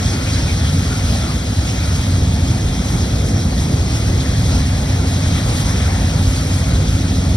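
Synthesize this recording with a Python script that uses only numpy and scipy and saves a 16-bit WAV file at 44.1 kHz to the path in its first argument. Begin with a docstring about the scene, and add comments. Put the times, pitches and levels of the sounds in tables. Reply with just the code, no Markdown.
"""A deep boom and roar: a propane fire on an open training ground at night, under a crew's hissing hose.
The flame ball pumps the air and puffs as pockets of gas ignite; burning gas rushes from the leak.
The water fan spatters, slaps the tank and sizzles into steam, and brief hollow rasps poke through.
Fire and water are shaped noise; behind them a pump engine and a second motor drone as wavering sines.
Two closely spaced microphone ports hear it all from far off."""
import sys
import numpy as np
from scipy import signal
from scipy.fft import rfft, irfft
from scipy.io import wavfile
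from scipy.ndimage import uniform_filter1d

SR = 44100
rng = np.random.default_rng(int(sys.argv[2]) if len(sys.argv) > 2 else 0)


def log_audio(samples):
    """Write samples as a 16-bit WAV file to the path given in sys.argv[1]."""
    # one column per channel
    frames = np.atleast_2d(samples).T
    # limit to full scale, then quantise
    limited = np.clip(frames, -1, 1)
    pcm = np.round(limited * 32767).astype(np.int16)
    wavfile.write(sys.argv[1], SR, pcm)


N = 324576

# Fader rides, each played relative to its own mean: t/s, level/dB
BOOM_RIDE = [(0.0, -17), (0.16, -22), (0.33, -15.5), (0.5, -18.5), (0.66, -15.5), (1.0, -18.5),
             (1.15, -18.5), (1.36, -18), (1.98, -17.5), (2.15, -16), (2.5, -18), (2.84, -18), (3.2, -16),
             (3.45, -17.5), (4.2, -17.5), (4.55, -16.5), (5.1, -18.5), (5.7, -18.5), (5.9, -16.5),
             (6.25, -18), (6.46, -19), (6.7, -16.5), (7.36, -19)]   # slow billowing of the whole flame ball
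ROAR_RIDE = [(0.0, -24), (0.33, -24.5), (0.56, -23), (0.76, -24.5), (0.98, -24.5), (1.45, -24),
             (1.85, -24.5), (2.22, -22), (2.55, -22.5), (2.7, -22.5), (2.92, -21.5), (3.1, -23.5),
             (3.3, -21), (3.53, -22), (3.74, -21), (3.98, -22.5), (4.28, -23), (4.46, -22), (5.18, -23.5),
             (5.35, -21), (5.54, -24), (6.1, -22.5), (6.33, -24), (6.55, -22.5), (7.36, -20.5)]   # size of the flame
JET_RIDE = [(0.0, -30), (0.4, -30.5), (0.76, -33), (1.18, -30), (1.32, -32), (3.32, -31.5), (4.4, -31.5),
            (4.56, -27.5), (4.66, -34), (4.78, -29), (5.35, -30.8), (5.5, -27.5), (5.64, -31), (5.8, -29),
            (6.08, -29.5), (6.36, -32), (6.82, -30.5), (6.92, -34), (7.36, -30)]   # rush of the burning gas
STEAM_RIDE = [(0.0, -33), (0.4, -32.5), (0.86, -35), (0.92, -35.5), (1.1, -34), (1.28, -34), (1.56, -38),
              (1.8, -32.5), (2.3, -37.5), (2.5, -35.5), (2.64, -37.5), (2.88, -34.5), (3.12, -36.5),
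              (3.9, -36), (5.0, -34), (5.52, -33), (6.08, -32.5), (6.22, -35), (6.55, -34), (6.9, -35.5),
              (7.36, -38)]   # water flashing to steam
HOSE_RIDE = [(0.0, -28.5), (0.19, -29), (0.32, -26.5), (0.55, -29), (0.7, -28), (1.28, -28.5),
             (1.42, -30.5), (1.86, -28.5), (2.28, -30.5), (2.95, -30.5), (3.1, -31), (3.36, -32),
             (3.48, -31.5), (4.58, -28.5), (4.68, -30.5), (5.45, -27.5), (5.6, -27), (5.78, -28.5),
             (6.5, -29.5), (6.66, -30.5), (6.98, -29), (7.36, -31)]   # strength of the spray

# Tone colours: f/Hz, relative level/dB
BOOM_EQ = [(30, -28), (40, -18), (50, -2), (63, 3), (80, 1), (105, -0.5), (135, -11), (200, -22.5),
           (400, -76)]   # bass body of the flame ball
ROAR_EQ = [(50, -32), (100, -1.5), (160, 2.5), (200, -2.5), (250, -7), (330, -11), (410, -17), (600, -30.5),
           (1500, -52), (8000, -90)]   # its smaller eddies
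RUMBLE_EQ = [(15, -32), (25, -17), (35, 4), (46, 3), (54, 12), (70, -20), (200, -70), (1000, -120)]   # sub-bass of the billows
RUSH_EQ = [(200, -27), (380, -6), (490, 0.5), (650, -0.5), (800, -2.5), (980, -9), (1300, -13), (3000, -55)]   # midrange of the gas jet
SIZZLE_EQ = [(600, -28), (1050, -3), (1350, 0.5), (1650, -3), (1950, -0.5), (2200, -2.5), (2550, -6),
             (2900, -11), (4000, -23), (8000, -48)]   # upper mids of the steam
FAN_EQ = [(1500, -26), (2500, -1.5), (2850, -1.5), (3150, 0.5), (3400, 2), (3650, -1), (3950, 2.5),
          (4250, -1.5), (4550, 2.5), (4850, -3), (5400, -11.5), (7000, -10.5), (12000, -41)]   # bright hiss of the water fan
SPURT_EQ = [(3500, -19), (4750, -8.5), (5200, 0.5), (5600, 2), (6000, 0), (6600, -1), (7300, -8),
            (8500, -8), (12000, -41)]   # ringing hiss of water on the tank
MIST_EQ = [(4000, -30), (6500, -1.5), (8200, 0), (10000, -3), (12000, -6.5), (14000, -22.5), (15500, -7)]   # airy top of the mist

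# Gas pockets igniting: t/s, half length/s, boom change/dB, roar change/dB
GAS_PUFFS = [(0.142, 0.02, -6, 5.5), (0.429, 0.01, 9, 2), (0.567, .035, 0.5, 0.5), (.66, .03, 1.5, -2),
             (0.753, 0.021, -1, 2.5), (1.066, 0.013, 9, -2), (1.136, 0.014, 4, 3), (2.256, .04, -0.5, 2),
             (2.43, .012, 6, -2), (2.5, 0.012, 8, 1.5), (2.94, 0.025, 3, 4), (3.603, .024, 6, -0.5),
             (3.71, 0.023, -3, 4), (3.81, 0.0086, 6, 1), (4.143, .045, 2.5, 0), (4.5, 0.017, 7, -1),
             (4.596, 0.024, 1.5, 3), (5.018, 0.029, 2, 1.5), (5.363, 0.038, 1, 1.5), (5.848, 0.015, 7, -6),
             (6.19, 0.016, 4, 0.5), (6.274, 0.0088, 8, -5), (6.74, 0.0092, 7, 3), (6.93, 0.015, 5, -6),
             (7.306, 0.015, 8.5, 0.5)]
# Large billows rolling up: t/s, half length/s, rumble boost/dB
BILLOWS = [(0.33, 0.055, 4.5), (0.767, 0.062, 10.5), (1.078, 0.044, 2), (1.39, 0.069, 7.5),
           (2.2, 0.053, 10), (2.675, 0.072, 10), (3.244, 0.055, 2), (4.55, 0.29, 4), (5.346, .14, 9),
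           (6.24, .07, 6), (6.76, .07, 6), (7.15, 0.23, 6)]
# The stream slapping the tank: t/s, half length/s, spurt change/dB, mist change/dB
TANK_SLAPS = [(0.058, 0.048, 3.5, 0.5), (.38, .05, 0.5, -1), (.72, 0.061, 1, 1), (1.112, .025, 0, 1.5),
              (1.697, 0.014, 4.5, 2), (1.777, 0.017, -1, -3), (1.965, 0.01, 3, 4), (2.93, 0.052, 2.5, 4),
              (3.01, 0.032, 3, -1.5), (3.294, 0.034, 6, 3.5), (3.385, 0.021, 3, 3), (3.625, 0.026, 3.5, 6),
              (3.967, .025, 5, 2.5), (4.17, .035, -1, 0), (4.55, 0.017, 5, 1.5), (5.587, 0.025, -1, 4.5),
              (5.694, 0.023, 4.5, 2.5), (6.333, 0.075, 1.5, 3), (6.56, 0.048, 2.5, 4.5)]
# Hollow rasps in the fire and spray: t/s, centre f/Hz, width/Hz, half length/s, crest level/dB
HOLLOW_RASPS = [(0.22, 1380, 160, 0.023, -37), (0.283, 2580, 550, 0.019, -31),
                (0.36, 5400, 900, .05, -34.5), (0.361, 1590, 200, .025, -36),
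                (0.395, 2910, 500, 0.024, -36), (0.43, 5400, 500, 0.017, -33),
                (0.497, 2430, 450, 0.021, -30.5), (0.666, 3280, 400, 0.03, -33),
                (0.75, 158, 50, 0.043, -18), (0.936, 1400, 170, 0.025, -31.5), (1.1, 2810, 600, .025, -35),
                (1.11, 5000, 500, .025, -34), (1.151, 620, 110, 0.032, -32),
                (1.245, 1360, 110, 0.021, -32.5), (1.305, 1260, 220, 0.028, -36),
                (1.69, 2710, 450, .018, -33), (1.828, 2400, 350, .02, -35), (3.27, 420, 230, 0.12, -30.5),
                (3.31, 215, 80, 0.047, -22), (3.385, 5600, 500, .025, -34), (3.76, 189, 70, 0.061, -24.5),
                (3.863, 394, 70, 0.046, -36), (4.268, 1776, 220, 0.1, -42), (4.528, 1393, 230, 0.042, -37),
                (5.58, 3920, 1300, .035, -38), (5.658, 997, 300, 0.046, -35.5), (5.9, 2170, 260, .025, -35),
                (5.959, 738, 200, .09, -39), (6.73, 1465, 170, 0.027, -40), (6.81, 475, 60, 0.043, -33)]
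# Pump engine harmonics: multiple of the firing rate, rms level/dB
PUMP_HARMONICS = [(1, -37.5), (2, -35), (3, -56), (4, -51), (5, -57), (6, -50), (7, -56)]
# The second motor swelling and sinking: t/s, level offset/dB
MOTOR_SWELL = [(0.0, -1.5), (0.75, 1.5), (1.3, -7), (2.05, 1.5), (2.7, -5), (4.2, -2), (5.0, 4), (5.8, 0),
               (6.7, 2.5), (7.36, 3)]
# Stereo image at the two ports: f/Hz, left minus right/dB, left lead/rad, coherence (0-1)
PORT_IMAGE = [(100, -0.3, 0.03, 0.98), (260, -1.8, -0.01, 0.99), (400, -0.3, 0.85, 0.84),
              (685, 5.8, 0.94, 0.84), (980, 2.5, 1.23, 0.96), (1150, 7.5, 1.5, 0.63),
              (1400, 10.5, 0.5, 0.77), (1710, 4.5, 0.55, 0.7), (2050, 6.5, 1.32, 0.57),
              (2400, 1.5, 2, 0.81), (2950, 0, 3.5, 0.79), (3410, 4.5, 6, 0.79), (3920, 0.5, 6.95, 0.72),
              (4350, 6, 7.85, 0.4), (4620, -1.5, 8.0, 0.46), (4870, -3, 8, 0.6), (5040, -2.5, 6.7, 0.93),
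              (5600, -2, 7, 0.98), (6110, 1.5, 8.0, 0.76), (7080, -1.7, 9.5, 1), (8450, 1.5, 10.5, 0.94),
              (10440, -0.5, 13, 1), (12760, -0.1, 15, 1)]

# Base levels, before rides, swells and flutter
BOOM_DB, ROAR_DB, RUMBLE_DB = -18, -21.5, -34.5
RUSH_DB, SIZZLE_DB = -32, -34
FAN_DB, SPURT_DB, MIST_DB = -33, -35, -37.5
HUM_DB, WHINE_DB = -24.5, -33

THROB_DB, THROB_HZ = 1.64, 35   # the flame ball pulses unevenly
SPUTTER_DB, SPUTTER_HZ = 0.7, 12   # the stream breaks up, shaking all of its hiss together
JET_FOLLOWS_ROAR, FAN_FOLLOWS_MIST = 0.13, 0.24   # shares of the roar's ride and of the mist's slaps
RASP_SAG_OCTAVES_PER_S = 1.3
PUMP_FIRING_HZ, MOTOR_HUM_HZ, MOTOR_WHINE_HZ = 124.26, 90.8, 265.8
BOOM_LOW_CUT_HZ, HIGH_CUT_HZ = 48, 15150


def flame_ball():
    """The flame ball pumps the air slowly and puffs; its smaller eddies roar an octave above."""
    thump_db, flare_db = paired_swells(GAS_PUFFS)
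    boom_db = BOOM_DB + ride(BOOM_RIDE) + thump_db + THROB_DB * drift(THROB_HZ)
    roar_db = ROAR_DB + ride(ROAR_RIDE) + flare_db + 0.83 * drift(rate_hz=9.8)
    # the fuel feed is steady, so the flame rolls on without long lulls
    boom = levelled(coloured(rng.standard_normal((2, N)), BOOM_EQ), samples=2600)
    roar = levelled(turbulence(ROAR_EQ, flutter_db=1.5, flutter_hz=5.7), samples=3000)
    low_cut = signal.butter(4, BOOM_LOW_CUT_HZ, "high", fs=SR, output="sos")
    return signal.sosfilt(low_cut, from_db(boom_db) * boom) + from_db(roar_db) * roar


def billows():
    """Each large billow that rolls up from the fire swells the deepest rumble."""
    surge_db = sum(db * swell(at_s, half_s) for at_s, half_s, db in BILLOWS)
    rumble = levelled(coloured(rng.standard_normal((2, N)), RUMBLE_EQ), samples=3000)
    return from_db(RUMBLE_DB + surge_db) * rumble


def gas_jet():
    """Gas rushes out and burns in surges; water that meets it sizzles."""
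    rush_db = RUSH_DB + ride(JET_RIDE) + JET_FOLLOWS_ROAR * ride(ROAR_RIDE) + 0.64 * drift(rate_hz=14)
    sizzle_db = SIZZLE_DB + ride(STEAM_RIDE) + 0.92 * drift(rate_hz=8.9)
    rush = levelled(turbulence(RUSH_EQ, flutter_db=1.5, flutter_hz=17), samples=2600)
    sizzle = levelled(turbulence(SIZZLE_EQ, flutter_db=1.7, flutter_hz=14), samples=1800)
    return from_db(rush_db) * rush + from_db(sizzle_db) * sizzle


def hose():
    """The water fan hisses, spurts against the tank and falls back as mist and spatter."""
    flow_db = ride(HOSE_RIDE) + SPUTTER_DB * drift(SPUTTER_HZ)
    ring_db, splash_db = paired_swells(TANK_SLAPS)
    spatter = drops(per_s=3000, spread_db=1.0)
    fan = turbulence(FAN_EQ, flutter_db=1.55, flutter_hz=18) + from_db(-7.5) * coloured(spatter, FAN_EQ)
    spurt = turbulence(SPURT_EQ, flutter_db=1.5, flutter_hz=25)
    spurt += from_db(-9.5) * coloured(spatter, SPURT_EQ)
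    mist = turbulence(MIST_EQ, flutter_db=1.0, flutter_hz=14)
    mist += from_db(-9.5) * coloured(spatter, MIST_EQ)
    return from_db(flow_db) * (from_db(FAN_DB + FAN_FOLLOWS_MIST * splash_db) * fan
                               + from_db(SPURT_DB + ring_db) * spurt
                               + from_db(MIST_DB + splash_db) * mist)


def drops(per_s, spread_db):
    """Drops of uneven size click on steel and wet asphalt at random moments."""
    size_db = spread_db * np.minimum(rng.exponential(1, (2, N)), 4)
    polarity = rng.choice([-1, 1], (2, N))
    hits = rng.random((2, N)) < per_s / SR
    return from_db(size_db) * polarity * hits


def rasps():
    """Brief swells of narrow noise stand out of the fire and spray, sinking in pitch as they pass."""
    out, t = np.zeros((2, N)), np.arange(N) / SR
    for at_s, hz, width_hz, half_s, level_db in HOLLOW_RASPS:
        near = np.abs(t - at_s) < .3
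        from_crest_s = t[near] - at_s
        phase = 2 * np.pi * np.cumsum(hz * 2 ** (-RASP_SAG_OCTAVES_PER_S * from_crest_s)) / SR
        # low-passed noise on a gliding carrier makes a narrow band
        low_pass = signal.butter(2, width_hz / 2, fs=SR, output="sos")
        slow_noise = signal.sosfilt(low_pass, rng.standard_normal((2, 2, SR)))[..., -near.sum():]
        band = levelled(slow_noise[0] * np.cos(phase) + slow_noise[1] * np.sin(phase), samples=1500)
        out[:, near] += from_db(level_db) * band * np.exp(-.5 * (from_crest_s / half_s) ** 2)
    return out


def engines():
    """Both run at governed speed: the pump with stacked firing harmonics, the motor with hum and whine."""
    pump_phase, motor_phase = shaft_phase(hunt=0.00057), shaft_phase(hunt=0.001116)
    motor_db, = in_time(MOTOR_SWELL)
    pump = sum(engine_tone(order * PUMP_FIRING_HZ * pump_phase, db, waver_db=1.0)
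               for order, db in PUMP_HARMONICS)
    hum = engine_tone(MOTOR_HUM_HZ * motor_phase, HUM_DB + motor_db, waver_db=2.0)
    whine = engine_tone(MOTOR_WHINE_HZ * motor_phase, WHINE_DB + motor_db, waver_db=1.5)
    return pump + hum + whine


def shaft_phase(hunt):
    """Phase of a one-hertz rotation whose speed hunts by a small share."""
    return 2 * np.pi * np.cumsum(1 + hunt * drift(rate_hz=0.614)) / SR


def engine_tone(phase, level_db, waver_db):
    """One partial, its level wavering on the way through hot, moving air."""
    amplitude = np.sqrt(2) * from_db(level_db + waver_db * drift(rate_hz=1.7))
    return amplitude * np.sin(phase + rng.uniform(0, 2 * np.pi))


def microphone_ports(direct, scattered):
    """Direct sound reaches the left port first; scattered sound widens the image."""
    balance_db, lead_rad, coherence = in_frequency(PORT_IMAGE)
    # long waves are alike at both ports, so the width closes below 260 Hz
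    bass_taper = np.minimum(np.arange(N // 2 + 1) * SR / N / 260, 1) ** 2
    side_share = bass_taper * np.clip(1 - coherence, .002, 1) / 2
    mid = np.sqrt(1 - side_share) * rfft(direct)
    side = np.sqrt(side_share) * rfft(scattered)
    balance = from_db(balance_db)
    left = (mid + side) * balance
    right = (mid - side) * np.exp(-1j * lead_rad)
    return irfft(np.array([left, right]) * np.sqrt(2 / (1 + balance ** 2)), N)


def turbulence(eq, flutter_db, flutter_hz):
    """Flow noise, direct and scattered; five interleaved sets of third-octaves flutter independently."""
    third_octave = np.round(3 * np.log2(np.maximum(np.arange(N // 2 + 1), 1))).astype(int)
    white = rfft(rng.standard_normal((2, N)))
    bands = [irfft(white * (third_octave % 5 == k), N) * from_db(flutter_db * drift(flutter_hz))
             for k in range(5)]
    return coloured(sum(bands), eq)


def coloured(x, eq):
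    """Shape a signal with an EQ curve; rms 1."""
    level_db, = in_frequency(eq)
    return unit_rms(irfft(rfft(x) * from_db(level_db), N))


def levelled(x, samples):
    """Hold the power near 1 over a window of so many samples."""
    power = uniform_filter1d(uniform_filter1d(x ** 2, samples), samples)
    return x / np.sqrt(power + 1e-12)


def drift(rate_hz):
    """A smooth random modulator of rms 1, rolling off above rate_hz."""
    count = N // 64
    hz = np.arange(count // 2 + 1) * SR / N
    slow = irfft(rfft(rng.standard_normal(count)) / (1 + (hz / rate_hz) ** 2), count)
    return np.interp(np.arange(N) * count / N, np.arange(count), unit_rms(slow))


def swell(at_s, half_s):
    """A bell-shaped rise and fall of height 1 around a moment."""
    return np.exp(-.5 * np.minimum(((np.arange(N) / SR - at_s) / half_s) ** 2, 100))


def paired_swells(events):
    """Two dB envelopes: each event lifts or ducks two layers at once."""
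    return sum(np.outer(changes_db, swell(at_s, half_s)) for at_s, half_s, *changes_db in events)


def ride(curve):
    """A fader ride in dB around its own mean."""
    level_db, = in_time(curve)
    return level_db - level_db.mean()


def in_time(rows):
    """Each column of a curve, at every sample."""
    times, *columns = np.transpose(rows)
    return [np.interp(np.arange(N) / SR, times, column) for column in columns]


def in_frequency(rows):
    """Each column of a spectrum, at every Fourier bin."""
    hz, *columns = np.transpose(rows)
    bin_hz = np.maximum(np.arange(N // 2 + 1) * SR / N, 1)
    return [np.interp(np.log(bin_hz), np.log(hz), column) for column in columns]


def from_db(db):
    """Decibels to gain."""
    return 10 ** (np.asarray(db) / 20)


def unit_rms(x):
    """Scale to unit power."""
    return x / np.sqrt(np.mean(x ** 2) + 1e-20)


def scene():
    """Fire and water arrive both direct and scattered; the engines arrive direct only."""
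    direct, scattered = flame_ball() + billows() + gas_jet() + hose() + rasps()
    return microphone_ports(direct + engines(), scattered)


def record(dry):
    """A steep high cut takes off the very top of the hiss."""
    high_cut = signal.ellip(10, .1, 80, HIGH_CUT_HZ, fs=SR, output="sos")
    return signal.sosfilt(high_cut, dry)


dry = scene()
out = record(dry)
log_audio(out)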